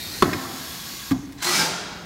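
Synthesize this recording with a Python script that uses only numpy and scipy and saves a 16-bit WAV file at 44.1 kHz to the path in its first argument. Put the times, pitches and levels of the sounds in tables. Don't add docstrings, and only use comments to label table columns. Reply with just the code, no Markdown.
import sys
import numpy as np
from scipy import signal
from scipy.fft import rfft, irfft, next_fast_len
from scipy.io import wavfile
from scipy.ndimage import uniform_filter1d, map_coordinates

SR = 44100
rng = np.random.default_rng(int(sys.argv[2]) if len(sys.argv) > 2 else 0)


def boost(x):
    u = np.asarray(x, float) / 20
    return 10 ** u


def put_to_file(sound):
    columns = np.atleast_2d(sound).T
    safe = np.clip(columns, -1, 1)
    whole_steps = np.round(safe * 32767)
    wavfile.write(sys.argv[1], SR, whole_steps.astype(np.int16))


N = 90404
T = np.arange(N) / SR
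SLAM_S = 0.223


def unit(x):
    return x / np.sqrt(np.mean(x ** 2) + 1e-20)


def along(points, hz):
    point_hz, value = np.transpose(points)
    return np.interp(np.log(hz + 1), np.log(point_hz + 1), value)


def wobble(rate):
    knots = rng.standard_normal(int(N * rate / SR) + 4)
    return map_coordinates(knots, [T * rate])


def release(start_s, t60):
    return boost(-60 * np.maximum(T - start_s, 0) / t60)


def struck(start_s, t60):
    return release(start_s, t60) * (T > start_s)


def filtered(x, response):
    m = next_fast_len(N + SR // 2)
    return irfft(rfft(x, m) * response(np.fft.rfftfreq(m, 1 / SR)), m)[:N]


def rush(spectrum, pipe, patchy_db):
    z = signal.stft(rng.standard_normal(N), nperseg=512)[2]
    field = uniform_filter1d(rng.standard_normal(z.shape), size=3, axis=0)
    field = uniform_filter1d(field, size=13, axis=1)
    x = signal.istft(z * boost(patchy_db * unit(field)), nperseg=512)[1][:N]

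    def colour(f):
        resonance_db = sum(db / (1 + (2 * (f - centre) / width) ** 2) for centre, width, db in pipe)
        return boost(along(spectrum, f) + resonance_db)

    return unit(filtered(x, colour))


def ring(modes, start_s, rise_s, scatter_db, bright_db=0):
    t = T[:SR // 3]
    x = 0
    for hz, db, t60 in modes:
        bloom = 1 - np.exp(-t / (rise_s * 1000 / hz))
        level_db = db + bright_db * (hz > 600) + scatter_db * rng.normal()
        x = x + bloom * boost(level_db - 60 * t / t60) * np.sin(2 * np.pi * hz * t)
    return np.pad(x, (round(start_s * SR), N))[:N]


def hall(x):
    # frequency in Hz, t60 in seconds.
    reverb = [(100, 0.94), (500, 2.03), (2000, 1.52), (6000, 1.1), (12000, 0.44)]
    hz, t, z = signal.stft(rng.standard_normal(SR + SR // 2), SR, nperseg=256)
    tail = signal.istft(z * boost(-60 * t / along(reverb, hz)[:, None]), SR, nperseg=256)[1]
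    return signal.fftconvolve(np.pad(x, (500, 0)), tail / np.linalg.norm(tail))[:N]


def carriage():
    # start in seconds, strength in dB, brightness in dB.
    slams = [(0.2236, -2.5, 1.5), (0.2287, -3.5, -1), (0.243, -18, 0), (0.257, -15, -9),
             (0.266, -16.5, -24), (.279, -14, -31), (0.3283, -18.5, -20), (0.346, -16.5, -16),
             (0.355, -21.5, -8)]
    # frequency in Hz, level in dB, t60 in seconds.
    modes = [(102, -5, 0.095), (151.2, -10, 0.081), (244, -4.5, 0.035), (295, -2, 0.083), (350, -4, 0.049),
             (374.5, -5.5, 0.04), (560, -8.5, 0.032), (1100, 1.5, 0.037), (1274, -2.5, 0.038),
             (1400, -8.5, 0.022), (814, -11, 0.024), (3470, -13, 0.027), (4300, -15, 0.028)]
    # frequency in Hz, density in dB per Hz.
    shudder = [(45, -39), (140, 0.5), (400, -3), (500, -20), (700, -10.5), (1200, -7.5), (1900, -13.5),
               (3000, -28)]
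    # centre in Hz, width in Hz, level in dB.
    frame = [(181, 30, 9.5), (363, 50, 3), (420, 44, 5.5), (1190, 370, 0.5)]
    # start in seconds, ring in dB, hiss in dB, t60 in seconds.
    knocks = [(.329, -28, -42, .03), (.3322, -19, -33, .03), (.3372, -23, -38, .03), (.4245, -36, -34, .02),
              (1.1095, -23, -29, .012), (1.116, -30, -32, .04), (1.3232, -41, -38, .02),
              (1.3295, -50, -42, .02)]
    # frequency in Hz, level in dB.
    steel = [(1300, -6), (1630, 0), (1910, 1), (2150, -1), (2450, -3), (3480, -6), (3950, -7), (5200, -8)]
    # start in
    # seconds, frequency in Hz, level in dB, t60 in seconds.
    lone_tones = [(.217, 1420, -30, .1), (.433, 1050, -30, .06), (.447, 1150, -26, .05), (1.292, 1500, -42, .04),
                  (1.197, 282, -30, .2), (1.2289, 285, -19, .11), (1.27, 280, -31, .25), (1.325, 285, -33, .15)]

    body = sum(boost(db - 2.5) * ring(modes, s, rise_s=0.00054, scatter_db=1, bright_db=bright_db)
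               for s, db, bright_db in slams)
    crack_air = [(300, -31), (1200, 10), (2000, 0.5), (6000, -8.0), (15000, -32)]
    crack = boost(-13) * struck(SLAM_S, 0.063) * rush(crack_air, [], patchy_db=0.5)

    swell = struck(SLAM_S, 0.51) - struck(SLAM_S, 0.022)
    shake = swell * rush(shudder, frame, patchy_db=4.0)

    scrape = sum(boost(hiss_db) * struck(s, t60) for s, _, hiss_db, t60 in knocks)
    hiss = scrape * rush([(500, -15), (1500, 1), (15000, -7)], [], patchy_db=0)
    ticks = sum(boost(db) * ring([(hz, mode_db, t60) for hz, mode_db in steel], s, rise_s=0.001, scatter_db=1.5)
                for s, db, _, t60 in knocks)

    boom = boost(-14) * struck(SLAM_S, 0.071) * rush(shudder, frame, patchy_db=3.0)
    snap_air = [(1500, -20), (2800, 0), (6500, -2), (15000, -5)]
    snap = boost(-16) * struck(slams[0][0], 0.016) * rush(snap_air, [], patchy_db=0)
    chirps = sum(ring([(hz, db, t60)], s, rise_s=0.003, scatter_db=0) for s, hz, db, t60 in lone_tones)

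    shake = boost(-26 + wobble(47)) * shake
    echo = hall(boom + boost(-12.5) * (crack + ticks))
    return body + snap + chirps + crack + shake + hiss + ticks + echo


def vent():
    # time in seconds, flow in dB.
    flow = [
        (1.375, -45),
        (1.412, -37.5),
        (1.4259, -26),
        (1.46, -23.5),
        (1.56, -20),
        (1.63, -22.5),
        (1.67, -28.5),
        (1.72, -43),
    ]
    # frequency in Hz, density in dB per Hz.
    jet_air = [(71, -18), (170, -5.5), (500, -11), (833, -3), (1810, -5.5), (5330, -3), (8000, -7),
               (15700, -15)]
    # centre in seconds, then a list of
    # frequency in Hz, width in Hz, level over the jet in dB.
    stages = [
        (1.44, [(350, 9.1, 8), (1032, 62, 11), (1580, 250, 11.5), (2085, 120, 11.5), (4040, 190, 9.5), (7440, 430, 6)]),
        (1.503, [(357, 16.4, 23), (172, 24, -1), (836, 49, 11.5), (1290, 390, 10), (1960, 37, 15.5), (4243, 44, 22), (6040, 250, 6.5)]),
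        (1.572, [(172, 24, 19.5), (2312, 150, 14.5), (3800, 110, 12), (4740, 89, 11), (5200, 150, 15.5), (8740, 260, 5)]),
        (1.64, [(172, 20, -4), (350, 140, 10), (880, 95, 15), (1160, 77, 3), (1604, 75, 17), (4690, 110, 10)]),
    ]

    s, db = np.transpose(flow)
    flow_db = np.interp(T, s, db, left=-120) - 60 * np.maximum(T - s[-1], 0) / 0.36
    sputter_fade = np.exp(-np.abs(T - 1.425) / 0.27)
    sputter_db = 1.5 * sputter_fade * np.cos(2 * np.pi * 46.7 * (T - 1.428))

    centres = [centre_s for centre_s, _ in stages]
    jet = 0
    for share, (_, pipe) in zip(np.eye(len(centres)), stages):
        jet = jet + np.sqrt(np.interp(T, centres, share)) * rush(jet_air, pipe, patchy_db=1.0)

    open_s, opening_s = 1.426, 0.012
    fizz = filtered(jet, lambda f: 1 / (1 + (6400 / (f + 1)) ** 4))
    fizz_db = np.interp(T, [open_s - opening_s, open_s], [-10, 3]) - 19 * (T - open_s)
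    jet = jet - fizz + fizz * boost(fizz_db)

    off_axis_pipe = [(172, 38, 9.0), (395, 70, 5), (270, 80, 4), (1190, 780, 4), (1620, 56, 3),
                     (5200, 1300, 1.5), (14800, 1600, -4)]
    off_axis = rush(jet_air, off_axis_pipe, patchy_db=2.5)
    direct = boost(flow_db + 1.0 + sputter_db + 1.16 * wobble(40.29)) * jet
    return direct + boost(-4) * hall(boost(flow_db) * off_axis)


def thud():
    # start in seconds, strength in dB.
    bounces = [
        (1.1125, -8),
        (1.123, -11.5),
        (1.143, -19.5),
        (1.158, -18.5),
        (1.186, -21),
    ]
    # frequency in Hz, level in dB, t60 in seconds.
    box = [(67, -14, 0.11), (132, -13, 0.18), (160, -4, 0.073), (182.4, -4.5, 0.062), (223, -16, 0.024),
           (268, 2, 0.072), (286, -28, 0.068), (417, -18, 0.032), (1174, -18.5, 0.045)]
    start_s = bounces[0][0]
    buzz_air = [(350, -22), (650, -4), (1000, 0.5), (1500, -8), (2500, -47)]
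    buzz = boost(-37.5) * struck(start_s, 0.38) * rush(buzz_air, [], patchy_db=-2)
    knocks = sum(boost(db) * ring(box, s, rise_s=0.0011, scatter_db=2.0, bright_db=-12 * (k > 1))
                 for k, (s, db) in enumerate(bounces))
    return buzz + knocks


def cylinder():
    # frequency in Hz, density in dB per Hz.
    first_air = [(290, -1), (600, -11), (1400, -8.5), (3030, -8), (4170, -3), (5970, -7.5), (9000, -10),
                 (15700, -10)]
    second_air = [(290, -56), (500, -18), (1110, -8.5), (2440, -7.5), (4540, -2.5), (7000, -8.5),
                  (9000, -9.5), (15700, -9.5)]
    seal_air = [(4000, -38), (5200, -3), (6500, 3), (6900, -8), (7300, -11), (15700, -23)]
    # centre in Hz, width in Hz, level in dB.
    first_pipe = [(1880, 50, 12.5), (2350, 26, 10.4), (3710, 53, 9), (4150, 140, 10), (4430, 200, 4.6),
                  (11400, 300, 4.6)]
    second_pipe = [(400, 140, 18), (1116, 82, 9.3), (1644, 87, 9.4), (2110, 13, 13.6), (3390, 36, 8.6),
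                   (4440, 110, 3.7), (5290, 58, 6.5), (6905, 120, 10.6), (11500, 200, 8), (12900, 190, 7.7),
                   (13500, 120, 4.3)]
    # time in seconds, level in dB.
    second_flow = [(0.25, -38.5), (0.486, -35), (0.798, -35), (0.968, -34.5), (1.1, -36)]

    first = boost(-31.5 + wobble(13)) * release(SLAM_S, 0.1) * rush(first_air, first_pipe, patchy_db=2.0)
    flow_db = np.interp(T, *np.transpose(second_flow)) + 0.73 * wobble(12.43) + 1.4
    flow = (T > SLAM_S) * boost(flow_db) * release(1.122, 0.071)
    leak = boost(-52) * release(1.26, 0.044) * rush(seal_air, [], patchy_db=1.0)
    second = flow * rush(second_air, second_pipe, patchy_db=1.0)
    return first + leak + second


def hall_rumble():
    # frequency in Hz, density in dB per Hz.
    rumble = [(30, 2.5), (134, -0.5), (285, -4), (420, -11), (520, -15), (1500, -20), (9500, -26.5),
              (15700, -27)]
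    return boost(-42.5 + 0.6 * wobble(5)) * rush(rumble, [(180, 40, 4), (370, 60, 4)], patchy_db=0.8)


def scene():
    parts = [(cylinder(), -11.5), (thud(), -16.5)]
    mix = hall_rumble() + carriage() + vent()
    for source, wet_db in parts:
        mix = mix + source + boost(wet_db) * hall(source)
    return mix[None]


def band_limit(x):
    return signal.sosfilt(signal.butter(12, 17010, fs=SR, output="sos"), x)


def record(dry):
    # frequency in Hz, level in dB.
    mic = [(20, -41), (45, -4.5), (80, 0.5), (7200, -1.5), (7700, -2), (10400, -3.5), (11300, -2.5),
           (15600, -4)]
    x = filtered(dry[0], lambda f: boost(along(mic, f)) * (f < 15780))
    x = x / (1 + np.abs(x / 0.72) ** 6) ** (1 / 6)
    return band_limit(x[None])


dry = scene()
out = record(dry)
put_to_file(out)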